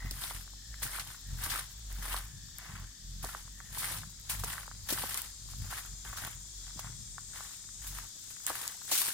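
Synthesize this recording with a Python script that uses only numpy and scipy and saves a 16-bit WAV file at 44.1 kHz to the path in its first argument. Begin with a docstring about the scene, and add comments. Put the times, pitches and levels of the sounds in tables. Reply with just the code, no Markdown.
"""Slow footsteps crush dry leaves in a summer wood.
Under each foot brittle leaves crackle on top, the packed layer crunches below, and twigs snap and knock.
Some heels thud on the soil, and jolts bump the microphone. The steps echo faintly among the trees.
Behind them cicadas buzz steadily and a light wind flutters at the microphone."""
import sys
import numpy as np
from scipy import signal
from scipy.fft import rfft, irfft, next_fast_len
from scipy.io import wavfile
from scipy.ndimage import uniform_filter1d, map_coordinates

SR = 44100
rng = np.random.default_rng(int(sys.argv[2]) if len(sys.argv) > 2 else 0)


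def int16_out(signal):
    """Quantize to a 16-bit WAV file."""
    q = np.round(np.clip(np.atleast_2d(signal).T, -1, 1) * 32767)
    wavfile.write(sys.argv[1], SR, q.astype(np.int16))


N = 402633

# Levels in the tables are relative: the functions turn them up or down in the mix.
# wind strength at the microphone: t/s, flutter level/dB, buffet level/dB
WIND_LEVELS = [(0.0, -39, -60), (0.05, -41, -47), (0.15, -48, -50), (0.66, -52, -65.5), (0.71, -39, -62),
               (0.81, -45, -62), (0.86, -47, -43), (0.94, -51, -69), (1.09, -51, -53.5), (1.19, -52, -71),
               (1.32, -42, -43), (1.83, -50, -64.5), (1.93, -37, -57), (2.26, -46.5, -59),
               (2.34, -48, -48.5), (2.64, -56, -65), (2.7, -59, -49.5), (2.84, -45, -53), (2.95, -64, -72),
               (3.05, -49, -62), (3.23, -46, -48), (3.31, -50, -61.5), (4.07, -52.5, -48), (4.17, -55, -62),
               (4.42, -44, -42), (4.6, -50.5, -58.5), (4.98, -53, -50), (5.36, -53, -63),
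               (5.64, -42, -40.5), (5.8, -54.5, -61), (5.9, -44, -49), (6.03, -49.5, -62), (6.08, -47, -51),
               (6.28, -59, -50.5), (6.56, -48.5, -67), (6.87, -51.5, -49), (7.45, -57, -63),
               (7.53, -76, -69), (7.86, -43.5, -55), (8.01, -49.5, -51.5), (8.14, -77, -71),
               (8.52, -61, -63), (8.62, -76, -69.5), (9.13, -80, -72)]
# tone of the steady air, slow rumble, low flutter and gusty buffeting: f/Hz, level/dB
AIR_TONE = [(20, 2.5), (120, 5), (250, -3), (450, -12), (1000, -16), (1800, -12.5), (2500, -13),
            (8000, -22), (16000, -19)]
RUMBLE_TONE = [(15, -1), (30, 1), (45, -16), (80, -29)]
FLUTTER_TONE = [(20, -24), (32, -11), (44, 7.5), (55, 2), (80, -11), (140, -20.5), (220, -29.5), (400, -50)]
BUFFET_TONE = [(30, -28), (70, 5), (120, 5.5), (170, -2.5), (250, -14.5), (400, -36.5), (800, -35)]
# how alike background noise is left and right: f/Hz, likeness (1 same, 0 unrelated, -1 opposite)
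STEREO_LIKENESS = [(100, 0.7), (300, 0.82), (550, -0.57), (1000, -0.23), (1700, 0.84), (2500, 0.066),
                   (8000, -0.044)]
# loudness of the cicadas: t/s, chorus level/dB, nearest cicada level/dB
CICADA_LEVELS = [(0, -59, -58), (1, -56.5, -54), (3, -57.5, -54.5), (4.7, -56, -52.5), (6, -57.5, -49.5),
                 (6.7, -56.5, -49.5), (7.5, -57, -46.5), (8.2, -55, -48.5), (9.13, -54.5, -45)]
# tone of the far chorus and of the nearest cicada: f/Hz, level/dB
CHORUS_TONE = [(2750, -24), (3050, -9), (3400, 1.5), (4100, 1), (4700, 3.5), (5500, 3.5), (7500, -4),
               (9000, -25), (10500, -14), (13000, -10), (16000, -46)]
NEAR_CICADA_TONE = [(4500, -20.5), (6000, -1.5), (6900, 4.5), (7600, 4), (8400, 0), (9300, -7),
                    (10800, -23), (13000, -15), (16000, -38)]
# single insects that stand out (silent unless start is before end): start/s, end/s, f/Hz, level/dB
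SOLO_INSECTS = [(0, 4, 3080, -67.5), (0, 4.5, 6550, -64), (3.8, 8.1, 3740, -68), (4.3, 8.8, 5020, -59),
                (4.4, 7.3, 7900, -83), (6.8, 6.5, 3430, -53)]
# echo among the trunks: f/Hz, time to fade by 60 dB/s
ECHO_TIMES = [(200, 0.048), (2000, 0.28), (12000, 0.078)]
# how much louder the ground sounds on the left: f/Hz, left minus right/dB
GROUND_BALANCE = [(250, 2.5), (550, -1), (1100, -3.5), (2100, 1), (4000, 5.5), (8000, -2), (12000, 5)]
# how far ahead waves from the ground are on the left: f/Hz, phase lead/rad
GROUND_PHASE = [(0, -1), (1720, -0.5), (2670, 3.5), (4310, 8.5), (5770, 12.5), (8700, -6.0), (11600, -10.5),
                (16600, -4.5)]
# soft swishes, like clothing as a leg swings: middle t/s, half length/s, f/Hz, level/dB
SWISHES = [(0.008, 0.084, 1980, -49), (0.73, 0.14, 1775, -63), (0.914, .05, 1780, -58),
           (1.3, .07, 1776, -63), (2.348, 0.21, 1730, -66), (2.764, 0.32, 1800, -68.5),
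           (3.628, 0.12, 1855, -64)]
# dull thuds of heels on soil, and deeper bumps as the microphone is jolted: t/s, level/dB, f/Hz
LOW_THUDS = [(0.05, -34, 110), (0.112, -42, 280), (0.853, -40, 140), (1.985, -40, 139), (3.241, -37, 576),
             (3.349, -51, 447), (3.909, -44, 550), (4.437, -41, 400), (4.901, -39, 420), (4.922, -31, 320),
             (5.036, -41, 307), (6.238, -39.5, 150), (6.759, -38, 129), (6.892, -41, 158),
             (8.50, -30.5, 666), (8.915, -33.5, 600)]
# twigs give way under the leaves: t/s, level/dB, f/Hz
TWIG_KNOCKS = [(0.309, -31.5, 1010), (0.477, -42.5, 1440), (0.534, -49, 904), (0.741, -34.5, 1860),
               (0.986, -28.5, 1150), (1.103, -38, 1330), (1.147, -39, 1470), (1.518, -26.5, 1620),
               (2.025, -31, 1790), (2.143, -23, 993), (3.242, -29, 1020), (3.348, -25.5, 1200),
               (3.478, -43, 1250), (3.602, -33.5, 1640), (3.831, -29.5, 1410), (4.033, -34, 1450),
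               (4.349, -32, 1830), (4.436, -25, 1170), (4.58, -26, 1570), (4.678, -33, 1220),
               (4.713, -33, 1300), (4.976, -27.5, 1580), (5.037, -26, 890), (5.535, -43, 1120),
               (5.727, -29.5, 1040), (6.129, -29, 1400), (6.667, -43.5, 1690), (6.792, -31.5, 960),
               (6.845, -35.5, 1020), (7.181, -29, 1340), (7.406, -33, 1080), (7.64, -46, 1910),
               (7.689, -43, 1550), (8.366, -38, 2000), (8.502, -22, 960), (8.916, -25.5, 870)]
# dry stalks snap: t/s, level/dB, f/Hz
STALK_SNAPS = [(0.1101, -28, 6800), (1.5774, -33, 6070), (1.926, -32, 13500), (2.5838, -32, 11700),
               (3.2469, -28, 6900), (4.445, -25.5, 11100), (5.1434, -23, 8730), (5.174, -24.5, 9070),
               (5.218, -23.5, 13600), (5.8012, -39, 7450), (6.2487, -32, 6560), (8.4655, -17.5, 9400),
               (8.6775, -20, 7000)]
# a sole slaps into loose leaves: t/s, level/dB, time to fade by 60 dB/s, centre f/Hz
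LEAF_SLAPS = [(0.109, -35, .09, 6500), (0.828, -29.5, 0.18, 9600), (0.996, -34, 0.11, 3300),
              (1.437, -28, 0.11, 11000), (1.50, -33.5, 0.36, 3800), (2.025, -42, .1, 7000),
              (3.227, -42, 0.24, 7000), (3.783, -32, 0.26, 9000), (4.2963, -28.5, 0.26, 8900),
              (4.395, -35, 0.097, 9700), (4.4375, -31.5, 0.09, 6000), (4.888, -30.5, 0.075, 6000),
              (4.903, -28, 0.13, 6960), (4.926, -26, 0.1, 9450), (5.699, -44, 0.077, 6000),
              (6.169, -38, 0.21, 5000), (6.793, -34, 0.056, 4970), (7.869, -36, 0.22, 10000),
              (8.9156, -24, 0.51, 6300), (8.977, -24.5, 0.16, 9000)]
# the swinging foot grazes the leaves: middle t/s, half length/s, level/dB, brittle leaf boost/dB
SCUFFS = [(0.024, 0.076, -56.5, -19), (0.395, 0.046, -62.5, 8.5), (1.098, 0.067, -57.5, 3.5),
          (5.52, 0.046, -64.5, 9.5), (6.703, 0.14, -68.5, -1), (7.534, 0.025, -62, 6),
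          (8.293, 0.048, -66.5, 11.5), (8.903, .02, -51, 8)]
# footfalls: t/s, heel level/dB, weight delay/s, weight stay/s, weight level/dB, brittle leaf boost/dB
FOOTFALLS = [(0.108, -58.5, 0.087, 0.11, -51.5, 6.5), (0.817, -43.5, 0.12, 0.047, -49, 3.5),
             (1.368, -57, 0.062, .16, -46.5, 2), (1.895, -57, 0.15, 0.13, -48, 1.5),
             (2.584, -51, .07, 0.15, -56, -8), (3.223, -49, 0.11, 0.018, -55, 2.5),
             (3.72, -55, 0.084, 0.13, -48.5, 6), (4.29, -44, 0.19, 0.095, -49, 2.5),
             (4.886, -42.5, 0.098, 0.21, -49, 6), (5.612, -61, 0.12, 0.055, -48.5, 2),
             (6.044, -50, .14, 0.1, -51, -1.5), (6.77, -53, 0.082, 0.022, -57, -8),
             (7.334, -59.5, 0.045, 0.075, -54, 1.5), (7.815, -56, .14, 0.037, -54, 3.5),
             (8.464, -43, 0.11, 0.085, -50.5, 6.5), (8.906, -47, 0.022, 0.2, -50.5, 12.5)]
# tone of the litter (the packed layer of old leaves) and the brittle leaves on top: f/Hz, level/dB
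LITTER_TONE = [(120, -65), (250, -11.5), (500, -14), (900, -1.5), (1600, 1), (2500, -3.5), (4000, -12.5),
               (7000, -77)]
BRITTLE_TONE = [(1000, -10), (2200, -3), (3500, 1), (5200, 0), (7000, -4), (9000, 7.5), (11500, 1),
                (15000, 3), (16000, -16)]

HEEL_ATTACK_S, HEEL_FALL_DB_PER_S = 0.0071, 117
LOAD_DB_PER_S, LIFT_DB_PER_S = 192, 172  # the weight rolls on and off
BRUSH_DB, BRUSH_DB_PER_S = -19, 220  # the sole brushes the top leaves as it lands
STIR_DB, STIR_DB_PER_S, SETTLE_DB_PER_S = -15.5, 50, 59  # leaves stir before the weight, settle after
LITTER_DB, BRITTLE_DB = 2, 3
TOP_HZ = 15950


def amp(db):
    """Turn decibels into a number to multiply a sound by."""
    return 10 ** (np.asarray(db) / 20)


def unit(x):
    """Scale a sound so its average strength (rms) is 1."""
    return x / np.sqrt(np.mean(x ** 2) + 1e-20)


def along(points, hz):
    """Read between (frequency, value) points, spacing octaves evenly."""
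    freqs, values = np.transpose(points)
    return np.interp(np.log(hz + 1), np.log(freqs + 1), values)


def curves(rows):
    """Turn each column after the time into a curve with one value per sample."""
    times, *columns = np.transpose(rows)
    return [np.interp(np.arange(N) / SR, times, column) for column in columns]


def wobble(rate):
    """A smooth random curve that picks `rate` new values a second."""
    values = rng.standard_normal(int(N * rate / SR) + 4)
    return map_coordinates(values, [np.arange(N) * rate / SR], order=2)


def filtered(x, response):
    """Multiply each frequency in a sound by response(hz)."""
    size = next_fast_len(x.shape[-1] + 8192)
    return irfft(rfft(x, size) * response(np.fft.rfftfreq(size, 1 / SR)), size)[..., :x.shape[-1]]


def coloured(x, tone):
    """Shape a sound with (frequency, dB) points, then scale it to strength 1."""
    return unit(filtered(x, lambda hz: amp(along(tone, hz))))


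def panned(db):
    """Left and right gains that make the left louder by db."""
    return amp(np.array([[1], [-1]]) * db / 2)


def add(track, start, sound):
    """Mix a sound into a track, `start` seconds in."""
    part = track[..., max(round(start * SR), 0):][..., :sound.shape[-1]]
    part += sound[..., :part.shape[-1]]


def rush(tone, patchy_db):
    """Stereo noise whose narrow bands swell and fade, alike on both sides in the bass, not the treble."""
    bands = signal.stft(rng.standard_normal((2, N)), nperseg=1024)[2]
    patches = uniform_filter1d(rng.standard_normal(bands.shape[1:]), size=3, axis=0)
    patches = uniform_filter1d(patches, size=110, axis=1)  # smooth over time
    pair = signal.istft(bands * amp(patchy_db * unit(patches)), nperseg=1024)[1][:, :N]
    width = lambda hz: np.arccos(np.clip(along(STEREO_LIKENESS, hz), -1, 1)) / 2
    mid, side = filtered(pair, lambda hz: np.array([np.cos(width(hz)), np.sin(width(hz))]))
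    return coloured(np.array([mid + side, mid - side]), tone)


def wind():
    """Swirls of air beat unevenly on the microphone; gusts sharpen the beats and add loose buffeting."""
    flutter_db, buffet_db = curves(WIND_LEVELS)
    swirl_hz = 46.5 * np.exp(.105 * wobble(22))
    swirl_count = np.floor(np.cumsum(swirl_hz) / SR)
    swirls = np.diff(swirl_count, prepend=0) * amp(2.9 * wobble(30))  # one tap per swirl
    rumble = coloured(rng.standard_normal(N), RUMBLE_TONE)
    flutter = (coloured(swirls, FLUTTER_TONE) + amp(-19) * rumble) * amp(flutter_db - 1 + wobble(14))
    beats = coloured(swirls * amp(3.5 * wobble(40)), BUFFET_TONE)
    buffet = beats * amp(-9) + rush(BUFFET_TONE, patchy_db=-2.5) * amp(-5.5)
    buffet *= amp(buffet_db + 3.5 + 0.85 * wobble(17))
    lag_s = np.array([[1], [-1]]) * 0.00035  # the air reaches the right side first
    buffet = filtered(buffet, lambda hz: np.exp(-2j * np.pi * hz * lag_s))
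    return flutter + buffet * panned(1) + amp(-62.5) * rush(AIR_TONE, patchy_db=1.5)


def cicadas():
    """Far insects blur into a hiss with a few thin voices; the nearest buzzes by clicking tiny drums."""
    chorus_db, near_db = curves(CICADA_LEVELS)
    t = np.arange(N) / SR
    hiss = rush(CHORUS_TONE, patchy_db=2.2)
    chorus = hiss * amp(chorus_db + 2 + 1.2 * wobble(6.1)) * panned(4.7)
    for start, end, hz, db in SOLO_INSECTS:
        swell = np.clip(np.minimum(t - start, end - t) / 0.2, 0, 1)
        rasp = np.array([wobble(190), wobble(190)])
        chorus += amp(db - 2) * swell * rasp * np.sin(2 * np.pi * hz * t)
    click_hz = 336 * (1 + 0.028 * wobble(13))
    buzz = 1 + 0.25 * np.sin(2 * np.pi * np.cumsum(click_hz) / SR)
    shrill = rush(NEAR_CICADA_TONE, patchy_db=2.4)
    nearest = shrill * buzz * amp(near_db - 1.5 + 0.32 * wobble(8.2))
    return chorus + nearest * panned(6)


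def tree_echo(sound):
    """Sound bounces among the trunks into a short blur that lasts longest at middle pitches."""
    hz, t, bands = signal.stft(rng.standard_normal((2, SR // 2)), SR, nperseg=256)
    fade = amp(-60 * t / along(ECHO_TIMES, hz)[:, None])
    tail = signal.istft(bands * fade, SR, nperseg=256)[1]
    return signal.fftconvolve(sound, tail / np.linalg.norm(tail[0]), axes=1)[:, :N]


def swishes():
    """A brief rub swells and fades around one pitch."""
    track, t = np.zeros(N), np.arange(N) / SR
    rub = np.array([wobble(300), wobble(300)])
    for middle, half, hz, db in SWISHES:
        active = abs(t - middle) < 3 * half
        angle = 2 * np.pi * hz * t[active]
        swell = amp(db) * np.exp(-((t[active] - middle) / half) ** 2)
        track[active] += swell * (rub[0, active] * np.sin(angle) + rub[1, active] * np.cos(angle))
    return track


def low_thuds():
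    """Heels thud on soil and jolts of the microphone bump deeper: short, dull, with no clear note."""
    track, t = np.zeros(N), np.arange(SR // 10) / SR
    rise_and_fade = (1 - np.exp(-t / 0.0014)) * amp(-60 * t / 0.069)
    for start, db, hz in LOW_THUDS:
        tone = [(hz / 3, -24), (hz / 2, -1), (hz, 0), (hz * 2, -9), (hz * 5, -35)]
        thud = coloured(rng.standard_normal(len(t)), tone)
        add(track, start, amp(db - 3) * thud * rise_and_fade)
    return track


def twig_knocks():
    """A buried twig breaks with a dull pop, its last fibres follow, and the leaves settle."""
    track, t = np.zeros(N), np.arange(SR // 20) / SR
    pop = lambda cycles: np.exp(-(cycles / 0.77) ** 2) * np.cos(2 * np.pi * (cycles + rng.random()))
    for start, db, hz in TWIG_KNOCKS:
        delay_s = rng.uniform(0.00313, 0.00787)
        fibres = amp(-9.5) * pop((t - delay_s) * hz * rng.uniform(0.62, 1.85))
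        settle = coloured(rng.standard_normal(len(t)), LITTER_TONE) * amp(-21 - 60 * t / .03)
        add(track, start, amp(db - 1) * (pop((t - .0015) * hz) + fibres + settle))
    return track


def stalk_snaps():
    """A dry stalk parts with one sharp tick and a spray of splinters around the same pitch."""
    track, t = np.zeros((2, N)), np.arange(SR // 50) / SR
    crack = np.exp(-((t - .0008) / 0.00029) ** 2)
    splinters = amp(-4 - 60 * t / 0.01)
    for start, db, hz in STALK_SNAPS:
        tone = [(hz / 5, -20), (hz * 0.62, -2), (hz, 0), (hz * 2, -7)]
        snap = coloured(rng.standard_normal((2, len(t))), tone) * (crack + splinters)
        add(track, start + 0.00034, amp(db + 5) * snap / abs(snap).max(axis=1, keepdims=True))
    return track


def leaf_slaps():
    """A whole patch of leaves collapses at once, in a shower too dense to hear single ticks."""
    track, t = np.zeros((2, N)), np.arange(SR // 5) / SR
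    for start, db, fade_s, hz in LEAF_SLAPS:
        tone = [(hz / 12, -22), (hz / 3, -6), (hz, 0), (hz * 3.5, -5), (hz * 4, -14)]
        shower = coloured(rng.standard_normal((2, len(t))), tone)
        add(track, start, amp(db - 2) * shower * amp(-60 * t / fade_s))
    return track


def breaks(per_s, top_hz, life_s, spread_db, scatter, samples):
    """Tiny breaks at random times, each a fading ring with its own pitch, strength and direction."""
    draws = rng.random((int(per_s * N / SR), 5))
    when, pitch, strength, phase, place = draws.T[:, :, None]
    t = np.arange(samples) / SR
    fade = amp(spread_db * np.minimum(-np.log(strength + 1e-9), 5)) * np.exp(-t / life_s)
    index = ((when * N).astype(int) + np.arange(samples)).ravel()
    angle = 2 * np.pi * (pitch * top_hz * t + phase)
    # an off-centre break reaches left and right out of step, by up to `scatter` radians
    sides = [fade * np.sin(angle + sign * scatter * (place - .5)) for sign in (-1, 1)]
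    return np.array([np.bincount(index, side.ravel(), N + samples)[:N] for side in sides])


def stray_ticks(brittle):
    """Around each step bent leaves let go with thin ticks, and small twigs with faint, dull pops."""
    stirred_db = uniform_filter1d(20 * np.log10(brittle + 1e-6), size=SR // 3)
    ticks = breaks(per_s=90, top_hz=15400, life_s=0.00027, spread_db=0.5, scatter=2.3, samples=64)
    pops = breaks(per_s=14, top_hz=2200, life_s=0.00085, spread_db=1.5, scatter=0.63, samples=160)
    thin = coloured(ticks, [(3000, -5), (9000, -2), (14000, 2)]) * amp(-30.5 + 0.54 * stirred_db)
    return thin + coloured(pops, LITTER_TONE) * amp(-24.5 + 0.88 * stirred_db)


def avalanches(per_s, life_s, depth):
    """One leaf giving way takes its neighbours with it: the loudness jumps, then falls back."""
    starts = (rng.random(N) < per_s / SR) * np.minimum(rng.exponential(size=N), 3)
    return unit(1 + depth * signal.lfilter([1], [1, -np.exp(-1 / (life_s * SR))], starts))


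def foot_pressure():
    """How hard both leaf layers are crushed: the heel strikes, the weight rolls on, stays and lifts."""
    t = np.arange(0, N, 16) / SR
    litter, brittle = np.zeros((2, len(t)))
    for start, heel_db, delay, stay, weight_db, boost_db in FOOTFALLS:
        age = np.maximum(t - start, 0)
        landed = np.minimum(age / HEEL_ATTACK_S, 1)
        until_weight = np.maximum(start + delay - t, 0)
        since_lift = np.maximum(age - delay - stay, 0)
        brush = amp(heel_db + BRUSH_DB - BRUSH_DB_PER_S * abs(t - start))
        heel = landed * amp(heel_db - HEEL_FALL_DB_PER_S * age)
        weight = landed * amp(weight_db - LOAD_DB_PER_S * until_weight - LIFT_DB_PER_S * since_lift)
        stir = amp(weight_db + STIR_DB - STIR_DB_PER_S * until_weight - SETTLE_DB_PER_S * since_lift)
        power = brush ** 2 + heel ** 2 + weight ** 2 + stir ** 2
        litter += power
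        brittle += power * amp(boost_db) ** 2
    for middle, half, db, boost_db in SCUFFS:
        power = (amp(db) * np.exp(-((t - middle) / half) ** 2)) ** 2
        litter += power
        brittle += power * amp(boost_db) ** 2
    return [np.interp(np.arange(N) / SR, t, np.sqrt(power)) for power in (litter, brittle)]


def crushed_leaves(litter, brittle):
    """The foot's weight breaks the packed litter and the brittle leaves on top of it."""
    surges = avalanches(per_s=55, life_s=0.0058, depth=0.59) * amp(1.3 * wobble(35))
    packed = breaks(per_s=2400, top_hz=5020, life_s=0.00043, spread_db=1, scatter=0.4, samples=96)
    blades = breaks(per_s=8000, top_hz=16700, life_s=0.00014, spread_db=1.5, scatter=4.77, samples=32)
    # stems and stiff veins seldom break, so each pops or ticks on its own
    stems = breaks(per_s=65, top_hz=3596, life_s=0.0016, spread_db=2, scatter=0.33, samples=256)
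    veins = breaks(per_s=100, top_hz=15650, life_s=0.0012, spread_db=0, scatter=1.6, samples=96)
    crunch = coloured((unit(packed) + amp(-6) * unit(stems)) * surges, LITTER_TONE)
    crackle = coloured((unit(blades) + amp(-8) * unit(veins)) * surges, BRITTLE_TONE)
    return crunch * amp(LITTER_DB) * litter + crackle * amp(BRITTLE_DB) * brittle


def scene():
    """Steps just below the microphone, a little different left and right; insects and wind all round."""
    balance = lambda hz: panned(along(GROUND_BALANCE, hz))
    phase_shift = lambda hz: np.exp(.5j * np.array([[1], [-1]]) * along(GROUND_PHASE, hz))
    litter, brittle = foot_pressure()
    walking = crushed_leaves(litter, brittle) + leaf_slaps() + low_thuds() + twig_knocks()
    walking += stray_ticks(brittle) + swishes()
    steps = filtered(walking, lambda hz: balance(hz) * phase_shift(hz))
    steps += filtered(stalk_snaps(), balance)
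    return steps + amp(-16.5) * tree_echo(steps) + cicadas() + wind()


def record(dry):
    """Cut away all treble above TOP_HZ."""
    return filtered(dry, lambda hz: hz < TOP_HZ)


dry = scene()
out = record(dry)
int16_out(out)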